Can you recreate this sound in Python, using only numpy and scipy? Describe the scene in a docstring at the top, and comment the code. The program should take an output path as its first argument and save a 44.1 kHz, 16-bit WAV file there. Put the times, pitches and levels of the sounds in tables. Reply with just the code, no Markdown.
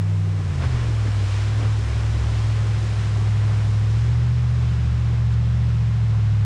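"""A V8 jet boat runs up a river below a footbridge, over rushing rapids and light wind on the microphone.
Its exhaust pipe favours the engine orders near resonance: a throbbing drone that falls in the first 1.3 s.
At 0.5 s the hiss and patter of the wake clear the bridge tower, and the hull starts slapping waves.
Abeam at 1.5 s, the boat turns its stern to the listener; the note holds and the overtones grow.
Near 4 s the note lifts as the wake slips behind a bush, then sags again after 5.5 s."""
import sys
import numpy as np
from scipy import signal
from scipy.fft import rfft, irfft, next_fast_len
from scipy.io import wavfile
from scipy.ndimage import uniform_filter1d

SR = 44100
rng = np.random.default_rng(int(sys.argv[2]) if len(sys.argv) > 2 else 0)


def dump_mix(stems):
    """Bounce the given channels to the path in sys.argv[1] as a 16-bit WAV at rate SR."""
    frames = np.atleast_2d(stems).T  # one column per channel
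    limited = np.clip(frames, -1, 1)  # hard clip at full scale
    pcm = np.round(limited * 32767).astype(np.int16)
    wavfile.write(sys.argv[1], SR, pcm)


N = 284439
T = np.arange(N) / SR
ABEAM_S, ABEAM_M, BOAT_M_PER_S = 1.51, 33.5, 9.8

# firing rate as heard: t/s, f/Hz
FIRING_RATE = [(0.0, 161.6), (0.39, 157.6), (0.69, 123.4), (0.92, 110.3), (1.27, 98.43), (1.57, 107.5),
               (1.81, 105.2), (1.9, 109.2), (2.85, 107.3), (3.09, 105.5), (3.83, 105.7), (4.12, 117.2),
               (4.36, 119.5), (5.37, 114.6), (5.54, 117.1), (6.0, 112.4), (6.25, 106.9), (6.45, 104.5)]


def engine():
    """Four-stroke V8, eight firings a cycle; orders are multiples of the cycle rate."""
    firing_hz = uniform_filter1d(np.interp(T, *np.transpose(FIRING_RATE)), SR // 12)
    cycle_hz = firing_hz / 8
    phase = 2 * np.pi * np.cumsum(cycle_hz) / SR
    _, astern = track()
    tones = drone(phase, cycle_hz, astern) + side_orders(phase, cycle_hz, astern)
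    return np.sqrt(2) * tones + rough_firing(phase)


# swells and dips of the drone: t/s, width/s, tone change/dB, throb change/dB
DRONE_SWELLS = [(0.445, 0.083, -3.5, -.5), (1.912, 0.065, -7, 5), (2.227, 0.14, -3.5, 5.5),
                (2.92, 0.14, -3.5, -1), (4.294, 0.28, 1.3, 3), (4.86, 0.12, -2.4, 4), (5.501, 0.28, 0, 4)]


def drone(phase, cycle_hz, astern):
    """Firing tone at order 8, louder astern; uneven firing within each bank throbs at order 5."""
    tone_db = -20.5 + 3 * astern + sum(db * swell(t, width) for t, width, db, _ in DRONE_SWELLS)
    throb_db = -20 + sum(db * swell(t, width) for t, width, _, db in DRONE_SWELLS)
    tone = pipe(8 * cycle_hz) * undb(tone_db + .25 * walk(10)) * np.cos(8 * phase)
    throb = pipe(5 * cycle_hz) * undb(throb_db + .5 * walk(10)) * np.cos(5 * phase)
    return tone + throb


# cycle overtones, abeam, before pipe and muffler: order, level/dB
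OVERTONES = [(10, -45.5), (11, -40.5), (12, -58), (13, -42), (14, -59.5), (15, -51)]
# weak orders from unequal cylinders, before the pipe: order, level/dB
WEAK_ORDERS = [(2, -32), (3, -40), (4, -38.5), (6, -46), (7, -44.5), (9, -47)]


def side_orders(phase, cycle_hz, astern, muffler_hz=226, overrun_hz_per_s=150):
    """Overtones and weak orders; both rise while the note falls and the cylinders fire less alike."""
    fall_hz_per_s = np.maximum(-np.gradient(8 * cycle_hz) * SR, 0)
    overrun_db = 11 * (fall_hz_per_s / overrun_hz_per_s) ** 2
    out = np.zeros(N)
    for order, db in OVERTONES:
        hz = order * cycle_hz
        muffler = 1 / np.sqrt(1 + (hz / muffler_hz) ** 16)
        gain = undb(db + 15.5 * astern + overrun_db + 1.2 * walk(4))
        out -= pipe(hz) * muffler * gain * np.cos(order * phase)  # antiphase above resonance
    for order, db in WEAK_ORDERS:
        gain = undb(db + overrun_db + 2.5 * walk(4))
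        out += pipe(order * cycle_hz) * gain * np.sin(order * phase)
    return out


def pipe(hz):
    """The exhaust pipe favours whichever order is near its resonance."""
    return np.abs(resonance(hz, 103.6, 36.7))


# spells of uneven firing: t/s, width/s, burble/dB, crank shake/dB
STUMBLES = [(.63, 0.097, -35, -50), (0.778, 0.073, -50, -39), (1.644, 0.055, -36, -44),
            (2.247, .25, -42, -49), (4.964, .018, -45, -51), (5.119, 0.071, -43, -52)]


def rough_firing(phase, steady_db=-39.5):
    """Scatter in firing strength rings the pipe as a burble; stumbles shake once per crank turn."""
    firings = np.diff(np.floor(8 * phase / (2 * np.pi)), prepend=0)
    burble = unit(filtered(firings * rng.standard_normal(N), lambda hz: resonance(hz, 98, 42) ** 2))
    shake = np.sqrt(2) * np.sin(2 * phase)
    return burble * (undb(steady_db) + bursts(STUMBLES)) + shake * bursts(STUMBLES, column=3)


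# jet and wake bands: f/Hz, level abeam/dB, tower loss/dB, bush loss/dB
WAKE_BANDS = [(400, -36, 2, 2.5), (1010, -35.5, 13, 2), (4000, -35, 10.5, 1), (10000, -33.8, 3.5, 4)]


def wake():
    """Churn, wash and spray fade with distance, screened first by the tower, later by the bush."""
    distance_m, _ = track()
    behind_tower = 1 - crossing(0.47, width_s=0.1)
    behind_bush = crossing(4.05, width_s=.08)
    levels_db = np.array([db - tower_db * behind_tower - bush_db * behind_bush
                          for _, db, tower_db, bush_db in WAKE_BANDS])
    return ABEAM_M / distance_m * white_water(levels_db, [row[0] for row in WAKE_BANDS])


# white-water spectral density: f/Hz, level/dB
WATER_SPECTRUM = [(140, 6), (230, -0.5), (370, -0.5), (580, -6), (1000, -6.5), (1850, -9.5), (3000, -13),
                  (5000, -17.5), (7400, -22.5), (9700, -29), (11500, -47), (15000, -52)]


def white_water(levels_db, bands_hz):
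    """Bursting foam and falling drops, in octave bands that surge together and flicker alone."""
    grains = unit(rng.standard_normal(N) + .6 * drops(per_s=5000, spread_db=3))
    water = unit(filtered(grains, lambda hz: colour(hz, WATER_SPECTRUM)))
    surge_db = 0.56 * walk(4.1)
    out = np.zeros(N)
    for centre_hz in 125 * 2. ** np.arange(8):
        band = filtered(water, lambda hz: np.maximum(1 - np.abs(np.log2(hz / centre_hz)), 0))
        weights = [np.interp(np.log(centre_hz), np.log(bands_hz), row) for row in np.eye(len(bands_hz))]
        flicker_db = 0.9 * (500 / centre_hz) ** .4 * walk(18)  # big bubbles are few: lows flicker most
        out += band * undb(np.dot(weights, levels_db) + surge_db + flicker_db)
    return out


# hull meets wave: t/s, width/s, thump/dB, splash/dB
SLAPS = [(0.399, .011, -34.5, -52), (0.548, 0.0062, -48, -46), (0.637, 0.025, -48, -32.5),
         (0.796, 0.081, -44, -40), (1.07, 0.017, -35, -39), (1.632, 0.034, -36.5, -38.5),
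         (2.167, 0.018, -38, -55), (2.36, 0.09, -53, -50), (3.513, 0.08, -50, -42.5),
         (5.117, 0.061, -47, -47)]
# splash spectral density: f/Hz, level/dB
SPLASH_SPECTRUM = [(200, 8.5), (700, 0), (1400, 1.5), (2500, -5.5), (5000, -16), (9000, -28), (12000, -59)]
# flurries of fine spray: t/s, width/s, level/dB
FLURRIES = [(1.353, 0.12, -42), (2.38, 0.11, -46.5), (4.006, 0.089, -49.5), (5.33, 0.013, -46)]


def hull_slaps():
    """The hull thumps into waves and throws sheets of drops; fine spray fizzes in flurries."""
    patter = drops(per_s=9000, spread_db=2.5)
    thump = unit(filtered(rng.standard_normal(N), lambda hz: resonance(hz, 302, 330) ** 2))
    splash = unit(filtered(patter, lambda hz: colour(hz, SPLASH_SPECTRUM)))
    fizz = unit(filtered(patter, lambda hz: resonance(hz, 4450, 8000) * colour(hz, WATER_SPECTRUM)))
    return thump * bursts(SLAPS) + splash * bursts(SLAPS, column=3) + fizz * bursts(FLURRIES)


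def river(level_db=-43):
    """Even rush of the rapids."""
    noise = rng.standard_normal(N)
    rush = filtered(noise, lambda hz: resonance(hz, 1000, 3200) * colour(hz, WATER_SPECTRUM))
    return unit(rush) * undb(level_db + 0.53 * walk(0.7))


# gusts: t/s, width/s, level/dB
GUSTS = [(.76, .1, -35), (1.67, .06, -43), (2.3, .2, -58)]
# wind spectral density: f/Hz, level/dB
WIND_SPECTRUM = [(12, -10.5), (28, -1), (60, 3), (130, 5.5), (220, -9), (500, -41.5), (2000, -79)]


def wind(breeze_db=-40, fall_db_per_s=2):
    """A dying breeze and light gusts rumble on the microphone."""
    strength = undb(breeze_db - fall_db_per_s * T) + bursts(GUSTS)
    rumble = unit(filtered(rng.standard_normal(N), lambda hz: colour(hz, WIND_SPECTRUM)))
    return rumble * strength * undb(walk(4.4))


def track():
    """Boat distance/m, and how far its stern faces the bridge (0-1)."""
    along_m = BOAT_M_PER_S * (T - ABEAM_S)
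    distance_m = np.hypot(along_m, ABEAM_M)
    return distance_m, np.maximum(along_m / distance_m, 0) ** 0.47


def drops(per_s, spread_db):
    """Drop impacts of scattered size, rms 1."""
    hit = rng.random(N) < per_s / SR
    size = undb(spread_db * np.minimum(rng.exponential(size=N), 3))
    return unit(hit * size * rng.choice([-1, 1], N))


def walk(rate_hz):
    """Smooth random drift, rms 1."""
    steps = np.convolve(rng.standard_normal(2048), np.hanning(9), "same")
    return unit(np.interp(T * rate_hz * 4, np.arange(2048), steps))


def swell(t_s, width_s):
    """Gaussian bell, peak 1."""
    return np.exp(-.5 * ((T - t_s) / width_s) ** 2)


def bursts(table, column=2):
    """Sum of bells from rows of t/s, width/s, with peak/dB in the given column."""
    return sum(undb(row[column]) * swell(*row[:2]) for row in table)


def crossing(t_s, width_s):
    """Smooth step from 0 to 1."""
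    return .5 + .5 * np.tanh((T - t_s) / width_s / 2)


def filtered(x, response):
    """Filter by response(hz)."""
    size = next_fast_len(N + SR // 2)
    hz = np.maximum(np.arange(size // 2 + 1) * SR / size, 1)
    return irfft(rfft(x, size) * response(hz), size)[:N]


def colour(hz, spectrum):
    """Gain from rows of f/Hz, level/dB."""
    points_hz, db = np.transpose(spectrum)
    return undb(np.interp(np.log(hz), np.log(points_hz), db))


def resonance(hz, centre_hz, width_hz):
    """One resonance, gain 1 at centre."""
    return 1 / (1 + 1j * (hz ** 2 - centre_hz ** 2) / (hz * width_hz))


def undb(db):
    """Decibels to gain."""
    return 10 ** (np.asarray(db) / 20)


def unit(x):
    """Scale to rms 1."""
    return x / np.sqrt(np.mean(x ** 2))


def scene():
    """Boat, river and wind, heard from the bridge."""
    return (engine() + wake() + hull_slaps() + river() + wind())[None]


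# dips and peaks of the microphone housing's cavities: f/Hz, width/Hz, gain
HOUSING = [(957, 99, -0.36), (1026, 120, 0.34), (4700, 320, -.3), (5100, 480, 0.25), (8900, 760, -0.14)]


def record(dry, target_db=-19, agc_share=0.14, agc_s=0.08, top_hz=15600):
    """Housing colour, gain control that steers part way to its target, then a low-pass."""
    heard = filtered(dry[0], lambda hz: 1 + sum(g * resonance(hz, f, width) for f, width, g in HOUSING))
    window = int(agc_s * SR)
    rms = np.sqrt(uniform_filter1d(uniform_filter1d(heard ** 2, window), window))
    heard *= (undb(target_db) / rms) ** agc_share
    lowpass = signal.ellip(8, .2, 70, top_hz, fs=SR, output="sos")
    return signal.sosfilt(lowpass, heard)[None]


dry = scene()
out = record(dry)
dump_mix(out)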